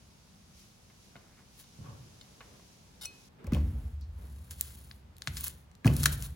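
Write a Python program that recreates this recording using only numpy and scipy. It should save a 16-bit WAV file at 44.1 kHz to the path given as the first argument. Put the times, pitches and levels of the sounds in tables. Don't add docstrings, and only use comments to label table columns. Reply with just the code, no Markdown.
import sys
import numpy as np
from scipy import signal
from scipy.fft import rfft, irfft
from scipy.io import wavfile
from scipy.ndimage import uniform_filter1d

SR = 44100
rng = np.random.default_rng(int(sys.argv[2]) if len(sys.argv) > 2 else 0)


def materialize(psi):
    bounded = np.clip(np.atleast_2d(psi).T, -1, 1)
    quanta = np.round(bounded * 32767).astype(np.int16)
    wavfile.write(sys.argv[1], SR, quanta)


N = 280035
TIME = np.arange(N) / SR
FREQS = np.maximum(np.arange(N // 2 + 1) * SR / N, 1)

# pitch_hz, level_db, t60_s
PRESSED_BLADE = [(717, -11.5, 0.026), (1020, -14, 0.054), (1450, 8, 0.016), (2150, -3, 0.055),
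                 (2960, 3.5, 0.064), (3696, 12, 0.025), (4290, 1.5, 0.049), (4920, 0.5, 0.043),
                 (7310, 3, 0.013)]
# start_s, level_db, contact_s, place (0 far edge to 1 middle of the slab),
# thud_hz, boom_db, boom_t60_s
THUMPS = [(3.444, -36, 0.0017, 0.35, 167, -31, 1.2), (3.523, -17.5, 0.0027, 0, 197, -31.5, 4),
          (3.547, -25.5, 0.0024, 0.067, 185, -26, 1.4), (4.252, -42, 0.0031, 0.1, 136, -46, 0.25),
          (5.276, -33, 0.0033, 0.64, 119, -35, 0.9), (5.848, -21, 0.003, 0.58, 192, -30, 0.34),
          (5.855, -9.5, 0.003, 0.93, 144, -27, 2), (6.059, -35, 0.0015, 0.83, 131, -40, .5)]
# frequency_hz, density_db_per_hz
TACK_COLOUR = [(600, -7), (1400, 6.5), (2400, 2.5), (3600, 10), (5000, 5.5), (7000, 8), (10000, 12),
               (13000, 12), (15500, 7.5)]
FLICK_S = 3.0553


def from_db(db):
    return 10 ** (np.asarray(db) / 20)


def rms_one(x):
    return x / np.sqrt(np.mean(x ** 2) + 1e-20)


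def swell(s, hold_s, db, attack_s, release_s):
    away = np.maximum((s - TIME) / attack_s, (TIME - s - hold_s) / release_s)
    return from_db(db - 20 * np.clip(away, 0, 10))


def together(levels):
    return np.sqrt(sum(level ** 2 for level in levels))


def gains(movements):
    return together(swell(*row) for row in movements)


def at_hz(points, hz):
    f, value = np.transpose(points)
    return np.interp(np.log(hz), np.log(f), value)


def colour(x, spectrum):
    weighted = rfft(x) * from_db(at_hz(spectrum, FREQS))
    return rms_one(irfft(weighted, N))


def cut(x, hz, kind):
    sos = signal.butter(2, min(hz, .45 * SR), kind, fs=SR, output="sos")
    return signal.sosfilt(sos, x + 1e-18)


def resonate(x, hz, width_hz):
    r = np.exp(-np.pi * width_hz / SR)
    zeros = np.array([1, 0, -1]) * (1 - r * r) / 2
    poles = [1, -2 * r * np.cos(2 * np.pi * hz / SR), r * r]
    return signal.lfilter(zeros, poles, x + 1e-18)


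def ring(force, modes):
    out = 0
    for hz, db, t60 in modes:
        r, w = from_db(-60 / (t60 * SR)), 2 * np.pi * hz / SR
        poles = [1, -2 * r * np.cos(w), r * r]
        out = out + from_db(db) * signal.lfilter([0, np.sin(w)], poles, force + 1e-18)
    return out


def fade(t60, size):
    return np.exp(-np.log(1000) * TIME[:size] / t60)


def add(track, s, sound):
    i = round(s * SR)
    track[i:i + len(sound)] += sound[:N - i]


def grains(per_s, spread_db):
    sizes = from_db(max(spread_db, 0) * np.minimum(rng.exponential(1, N), 4.5))
    present = rng.random(N) < per_s / SR
    return present * sizes * rng.choice([-1, 1], N)


def clumping(spread_db, rate_hz):
    lumps = [(rate_hz / 10, -20), (rate_hz, 0), (rate_hz * 10, -50)]
    return from_db(spread_db * colour(rng.standard_normal(N), lumps))


def beating(spectrum, even_s):
    x = colour(rng.standard_normal(N), spectrum)
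    return x / np.sqrt(uniform_filter1d(x * x, int(even_s * SR) + 1) + 1e-6)


def diffuse(spectrum):
    # frequency_hz, correlation (-1 to 1)
    likeness = [(60, 0.84), (130, 0.95), (290, 0.67), (640, 0), (1400, 0.013), (7000, 0.096)]
    alike = np.clip(at_hz(likeness, FREQS), -1, 1)
    mid, side = rfft(rng.standard_normal((2, N)))
    both = np.sqrt(1 + alike) * mid
    opposed = np.sqrt(1 - alike) * side * [[1], [-1]]
    return colour(irfft(both + opposed, N), spectrum)


def ports(x):
    # frequency_hz, left_lead_rad
    port_lead = [(300, 0), (1300, .4), (2000, .3), (3600, 2.2), (4400, -.2), (6000, .3), (7500, -.4),
                 (8300, -3.6), (11500, -6.9), (16000, -12.4)]
    # frequency_hz, left_minus_right_db
    port_balance = [(1300, 1), (2400, -2), (3000, 4.5), (3800, 5), (4500, 6), (8200, 3.5), (9200, 0.5),
                    (14000, 0)]
    spectrum = rfft(x)
    balance = from_db(at_hz(port_balance, FREQS) / 2)
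    lead = np.exp(1j * at_hz(port_lead, FREQS))
    return irfft(np.array([spectrum * lead * balance, spectrum / balance]), N)


def studio(x, room_t60=0.44, treble_t60=0.12, near_t60=0.016, near_db=-13, far_db=-15, split_hz=4000):
    noise = diffuse([(20, 2), (300, 2), (1000, 0.0069), (16000, 0)])[:, :SR]
    low, high = cut(noise, split_hz, "low"), cut(noise, split_hz, "high")
    tail = low * fade(room_t60, SR) - high * fade(treble_t60, SR)
    tail = tail * (TIME[:SR] > .005)
    near = diffuse([(200, -8.5), (900, -1.0), (16000, -10.0)])[:, :SR]
    near = near * fade(near_t60, SR) * (TIME[:SR] > .001)
    echoes = (from_db(far_db) * rms_one(tail) + from_db(near_db) * rms_one(near)) / np.sqrt(SR)
    return signal.fftconvolve(x[None], echoes)[:, :N]


def air(level_db=-58.5):
    # frequency_hz, density_db_per_hz
    air_colour = [(20, -19), (35, 4.5), (55, 3.5), (90, 0.5), (130, -2.5), (200, -1), (290, -13.5),
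                  (500, -16.5), (900, -16.5), (2000, -23.5), (5000, -29.5), (9000, -36.5), (16000, -40)]
    return from_db(level_db) * diffuse(air_colour)


def dull_wash(rolling_wash, floor_db=-72.5):
    # start_s, hold_s, level_db, attack_s, release_s
    swells = [(1.17, 0.039, -64, 0.18, 0.13), (1.8, 0.15, -63, 0.16, 2.9), (2.5, 0.058, -60.5, 0.35, 0.13),
              (3.1, 0.03, -61.5, 0.28, 0.25), (3.39, 0.084, -56.5, 0.013, 0.23),
              (3.52, 0.0268, -51, 0.086, 0.3), (4.19, 0.072, -61, 0.068, 0.13),
              (5.89, 0.16, -48, 0.059, 0.27)]
    # frequency_hz, density_db_per_hz
    wash_colour = [(250, 3), (450, 2), (800, -4), (1300, -8), (2000, -11.5), (3500, -18.5), (7000, -41)]
    return together([from_db(floor_db), gains(swells), rolling_wash]) * diffuse(wash_colour)


def smear(hiss_db=-68, hiss_end_s=3.287, lift_db=2, squeeze_s=0.043):
    # start_s, hold_s, level_db, attack_s, release_s
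    strokes = [(.58, 0.043, -63, 0.13, 0.2), (1.04, 0.029, -66.5, 0.26, 0.18),
               (1.56, 1.17, -67, 0.21, 0.38), (3.14, 0.12, -65.5, .2, .1)]
    # start_s, hold_s, level_db, attack_s, release_s
    drags = [(1.19, 0.16, -69.5, 0.14, .08), (1.385, 0.012, -63, .04, .07),
             (2.42, 0.0063, -60, 0.019, 0.07)]
    # start_s, level_db
    squeezes = [(.6, -66), (1.601, -50.5)]
    # frequency_hz, density_db_per_hz
    smear_colour = [(1290, -40), (2200, -7), (6110, -2), (8440, -11), (10700, -8), (12400, -16),
                    (14600, -18), (16000, -16)]
    drag_colour = [(600, 1.5), (1100, 5), (1600, 4), (2200, 2), (3500, -13), (6000, -19)]
    strength = from_db(lift_db) * together([from_db(hiss_db), gains(strokes)])
    hiss = strength * (TIME < hiss_end_s) * diffuse(smear_colour)
    rasp = gains(drags) * colour(grains(per_s=1700, spread_db=1.0), drag_colour)
    welling = together(swell(s, 0, db, squeeze_s, squeeze_s) for s, db in squeezes)
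    crackle = welling * colour(grains(per_s=4100, spread_db=2.0), TACK_COLOUR)
    return hiss + ports(rasp + crackle)


def knife_taps(scatter_db=0.5, knock_t60=0.037):
    # start_s, blade_db, tilt_db_per_octave, knock_db
    touches = [(.9, -59, -8, -54.5), (1.156, -39, -15, -47.5), (1.163, -50.5, -6, -55),
               (1.39, -58, -10, -61), (1.64, -66.5, -0.5, -61), (2.212, -68.5, 5, -68),
               (2.406, -45, -8, -47), (2.412, -60, -17, -50.5), (2.539, -52, -27, -60),
               (2.595, -42, -27, -57)]
    # frequency_hz, density_db_per_hz
    stone_colour = [(90, 1), (160, 15), (350, -2.5), (700, -3), (1100, 5), (1700, -8), (2200, 2.5),
                    (3000, -6.5), (4200, -32), (9000, -34)]
    blade = 0
    chance = rng.standard_normal((len(touches), len(PRESSED_BLADE)))
    for k, mode in enumerate(PRESSED_BLADE):
        force = np.zeros(N)
        octaves = np.log2(mode[0] / PRESSED_BLADE[0][0])
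        for (s, db, tilt_db, _), luck in zip(touches, chance[:, k]):
            add(force, s, from_db([db + tilt_db * octaves + scatter_db * luck]))
        blade = blade + (-1) ** k * ring(force, [mode])
    knock = np.zeros(N)
    for s, _, _, knock_db in touches:
        add(knock, s, from_db(knock_db) * fade(knock_t60, SR // 4))
    return blade + knock * beating(stone_colour, even_s=0.0058)


def bump():
    # start_s, hold_s, level_db, attack_s, release_s
    bump_moves = [(1.79, 0.034, -45, 0.01, 0.17), (1.895, .03, -47, .06, 0.34)]
    scuff_moves = [(1.855, 0.039, -55, 0.061, 0.17)]
    # frequency_hz, density_db_per_hz
    bump_colour = [(40, -13), (80, -1), (120, 6.5), (175, -3.5), (250, -12), (400, -20), (700, -29),
                   (1500, -62)]
    scuff_colour = [(300, -2), (480, 3), (560, 9), (680, -1), (1020, 3), (1120, 11), (1230, 0), (1600, -3),
                    (2000, -12), (3200, -9), (5000, -34)]
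    return gains(bump_moves) * diffuse(bump_colour) + gains(scuff_moves) * diffuse(scuff_colour)


def scrape(start_s=3.012, start_db=-46, growth_db=4, grit_db=-3, chatter_db=-4):
    # frequency_hz, density_db_per_hz
    scrape_colour = [(400, -31), (800, 8.5), (1100, -12), (1500, 4.5), (2100, -21), (3000, 6), (3800, -5),
                     (4600, 1), (5250, 8.5), (6200, -2), (9500, 7), (13000, 0), (15500, -1)]
    duration_s = FLICK_S - start_s
    progress = np.clip((TIME - start_s) / duration_s, 0, 1)
    pressure = swell(start_s, duration_s, start_db + growth_db * progress, attack_s=0.0019, release_s=0.01)
    grit = colour(grains(per_s=5700, spread_db=1.0), scrape_colour) * clumping(spread_db=1.5, rate_hz=130)
    slips = grains(per_s=700, spread_db=0.5)
    chatter = rms_one(cut(ring(slips, PRESSED_BLADE), 3000, "high"))
    return pressure * (from_db(grit_db) * grit + from_db(chatter_db) * chatter)


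def flick(force_db=-40, spray_db=-42.5, spray_release_s=0.019, ring_lowest_hz=2300):
    # pitch_hz, level_db, t60_s
    free_blade = [(2533, -6, 0.4), (4235, -8, 0.19), (5910, 8, 0.028), (7830, 5, 0.028), (9020, 8, 0.027),
                  (10900, -12, 0.08)]
    # frequency_hz, density_db_per_hz
    spray_colour = [(2000, -16), (5000, -10), (9000, 0), (15500, 3)]
    release = np.zeros(N)
    add(release, FLICK_S, from_db([force_db]))
    burst = swell(FLICK_S, 0, spray_db, attack_s=.002, release_s=spray_release_s)
    spray = burst * colour(grains(per_s=7300, spread_db=3.0), spray_colour)
    return spray + cut(ring(release, free_blade), ring_lowest_hz, "high")


def short_knocks(relative_width=0.52, click_t60=0.023, click_hz=3500):
    # start_s, knock_db, pitch_hz, t60_s, click_db
    knocks = [(3.443, -52, 1130, 0.031, -54), (3.468, -50, 2220, 0.029, -46), (3.474, -43, 596, 0.034, -70),
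              (3.521, -42.5, 1310, 0.033, -44.5), (3.534, -39.5, 2430, 0.018, -39.5),
              (3.547, -36, 2710, 0.014, -43), (3.552, -41, 565, 0.033, -58), (3.568, -38.5, 450, .045, -54),
              (4.0103, -62.5, 4480, 0.19, -56), (4.913, -36, 3700, 0.004, -69),
              (4.9114, -41, 1690, 0.0065, -73), (5.274, -39.5, 560, 0.016, -55),
              (5.8456, -32, 1720, 0.019, -40), (5.856, -30, 755, 0.056, -33.5),
              (5.867, -32, 1070, 0.013, -28), (5.876, -25.5, 2440, 0.025, -33),
              (6.032, -37, 1520, 0.032, -45), (6.0585, -11.5, 1214, 0.0069, -43),
              (6.063, -32, 1230, 0.0094, -43)]
    out, size = np.zeros(N), SR // 8
    noises = rng.standard_normal((len(knocks), 2, size))
    for (s, db, hz, t60, click_db), noise in zip(knocks, noises):
        width_hz = relative_width * hz
        body = resonate(resonate(noise[0], hz, width_hz), hz, width_hz)
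        decay = fade(t60, size)
        knock = from_db(db) * rms_one(body * decay) * np.sqrt(np.mean(decay ** 2))
        click = from_db(click_db) * cut(noise[1], click_hz, "high") * fade(click_t60, size)
        add(out, s, cut(knock, hz / 2, "high") + click)
    return out


def thumps(lowest_hz=45, thud_cycles=0.92, thud_steepness=3.6):
    # pitch_hz, edge_db, middle_db, t60_s
    bench = [(64.2, -14, -16, 0.4), (74.84, -12, -18, 0.99), (115.5, -24.5, -26.5, 1.14),
             (143.8, -22, -14, 0.91), (180.6, -31, -20, 0.32), (227.7, -13.5, -22.5, 0.89),
             (250.6, -29, -5, 0.13), (292.2, -21.5, -23.5, 0.67), (341, -15, -24, 0.45),
             (398, -19, -29, 0.5), (550, -29, -15, 0.12), (625, -24, -4, 0.18)]
    out = np.zeros(N)
    for s, db, contact_s, place, thud_hz, _, _ in THUMPS:
        force = np.zeros(N)
        push = np.sin(np.linspace(0, np.pi, int(contact_s * SR) + 3))
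        add(force, s, from_db(db) * push / push.sum())
        modes = [(hz, np.interp(place, [0, 1], [edge_db, middle_db]), t60)
                 for hz, edge_db, middle_db, t60 in bench]
        out += ring(force, modes)
        cycles = thud_hz * TIME[:SR // 10]
        age = cycles / thud_cycles
        envelope = np.power(age * np.exp(1 - age), thud_steepness)
        add(out, s, from_db(db) * envelope * np.sin(2 * np.pi * cycles))
    return cut(out, lowest_hz, "high")


def rumble(rolled, boom_attack_s=0.024, jolt_db=-15, jolt_t60=0.4, shudder_db=-24, shudder_t60=1.63):
    # frequency_hz, density_db_per_hz
    boom_colour = [(20, -30), (40, -4), (56, 12.5), (70, 18), (82, 12.5), (98, 3), (140, -60)]
    body_colour = [(75, -32.5), (115, 8.5), (150, 4.5), (190, -6), (240, -12), (330, -22.5), (480, -32),
                   (900, -49)]
    boom_power, body_power = np.zeros(N), rolled ** 2
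    build_up = 1 - np.exp(-TIME / boom_attack_s)
    shudder = from_db(jolt_db) * fade(jolt_t60, N) + from_db(shudder_db) * fade(shudder_t60, N)
    for s, db, _, _, _, boom_db, boom_t60 in THUMPS:
        add(boom_power, s, (from_db(boom_db) * build_up * fade(boom_t60, N)) ** 2)
        add(body_power, s, (from_db(db) * shudder) ** 2)
    boom = np.sqrt(boom_power) * beating(boom_colour, even_s=0.07)
    body = np.sqrt(body_power) * beating(body_colour, even_s=0.07)
    return boom + body


def rolling(speed_up_s=0.12, slow_down_s=0.15):
    # start_s, end_s, hiss_db, rumble_db, wash_db
    passes = [(3.53, 3.996, -67.5, -56.5, -59), (4.107, 5.05, -64.5, -59.5, -69),
              (5.154, 5.674, -61.5, -63, -64.5), (5.865, 6.37, -52.5, -59, -58.5)]
    out = 0
    for start, end, hiss_db, rumble_db, wash_db in passes:
        speed = np.clip(np.minimum((TIME - start) / speed_up_s, (end - TIME) / slow_down_s), 0, 1)
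        out = out + np.outer(from_db([0, hiss_db, rumble_db, wash_db]), speed)
    return out


def rattle():
    # start_s, hold_s, level_db, attack_s, release_s
    shakes = [(3.532, 0.015, -43, 0.014, 0.099), (5.86, 0.013, -36, .012, 0.085)]
    # frequency_hz, density_db_per_hz
    rattle_colour = [(150, -17), (300, 6), (650, -4.5), (1300, -14), (2500, -15.5), (5000, -22.5),
                     (10000, -28)]
    crunch = colour(grains(per_s=2000, spread_db=1.0), rattle_colour)
    return gains(shakes) * clumping(spread_db=1.5, rate_hz=126) * crunch


def tack(speed, rolling_hiss, clump_db=1.0):
    # start_s, hold_s, level_db, attack_s, release_s
    peels = [(4.51, 0.0017, -44, .008, 0.049), (4.612, 0.0038, -48.5, 0.073, 0.31),
             (5.37, 0.052, -45.5, 0.069, 0.04), (5.44, 0.033, -39.5, .02, 0.048),
             (6.04, 0.02, -39, 0.25, 0.09), (6.125, 0.0094, -38, 0.017, 0.035),
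             (6.245, 0.02, -43, 0.055, 0.017)]
    level = together([rolling_hiss, speed * gains(peels)])
    lumps = colour(rng.standard_normal(N), [(5, -64.0), (30, 36), (150, -39.0), (600, -23.5)])
    clumps = from_db(clump_db * lumps)
    clicks_per_s = 3500 * (0.31 + np.sqrt(level / level.max()))
    clicks = grains(clicks_per_s, spread_db=1.0) / np.sqrt(clicks_per_s)
    return level * clumps * colour(clicks, TACK_COLOUR)


def snaps(cluster=0.15, lowest_hz=1050):
    # start_s, level_db, tilt_db_per_octave, t60_s
    threads = [(4.5096, -34.5, 1.5, 0.007), (4.6103, -8.5, 7.5, 0.0015), (4.612, -39, -5.5, 0.0093),
               (4.7515, -41, 5, 0.0017), (4.789, -44, 14, .005), (5.167, -44.5, 0, 0.0032),
               (5.183, -40.5, 2, .003), (5.2207, -26, -8.5, 0.0025), (5.2737, -17, -10.5, 0.0034),
               (5.279, -36, -6, 0.03), (5.369, -35, -4, 0.065), (5.4088, -26, 12, 0.0051),
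               (5.442, -20.5, 15, 0.0054), (5.481, -26, 8, 0.012), (5.715, -54, -7, 0.0066),
               (5.752, -53, -3, 0.012), (5.938, -31.5, 6, 0.0046), (5.966, -25.5, 5, 0.0089),
               (6.033, -22.5, 3.5, 0.017), (6.039, -18.5, 1, 0.0057), (6.0565, -17, 4, 0.0073),
               (6.0581, -15, -2, 0.033), (6.127, -32, 7, 0.0093), (6.224, -30.5, 2, 0.013)]
    # pitch_hz, width_hz, level_db
    gap = [(1550, 440, -6), (3640, 1320, 3.5), (6720, 4000, 8), (9480, 9300, 5.5), (14800, 1100, 4.5)]
    out, size = np.zeros(N), SR // 10
    for (s, db, tilt_db, t60), noise in zip(threads, rng.standard_normal((len(threads), size))):
        decay = fade(t60, size)
        burst = cluster * noise * decay
        burst[0] += 1
        crack = 0
        for k, (hz, width_hz, gap_db) in enumerate(gap):
            tilted_db = gap_db + tilt_db * np.log2(hz / gap[0][0])
            crack = crack + (-1) ** k * from_db(tilted_db) * resonate(burst, hz, width_hz)
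        crack = rms_one(cut(crack, lowest_hz, "high"))
        add(out, s, from_db(db) * crack * np.sqrt(np.mean(decay ** 2)))
    return out


def scene():
    speed, rolling_hiss, trembling, rolling_wash = rolling()
    knife = knife_taps() + scrape() + flick()
    roller = short_knocks() + thumps() + rattle() + tack(speed, rolling_hiss) + snaps()
    close = knife + roller
    surroundings = air() + dull_wash(rolling_wash) + smear() + bump() + rumble(trembling)
    return ports(close) + studio(close) + surroundings


def record(dry, low_cut_hz=42.6, cutoff_hz=16200):
    heard = cut(cut(dry, low_cut_hz, "high"), low_cut_hz, "high")
    steep = signal.ellip(10, .2, 80, cutoff_hz, fs=SR, output="sos")
    return signal.sosfilt(steep, heard)


dry = scene()
out = record(dry)
materialize(out)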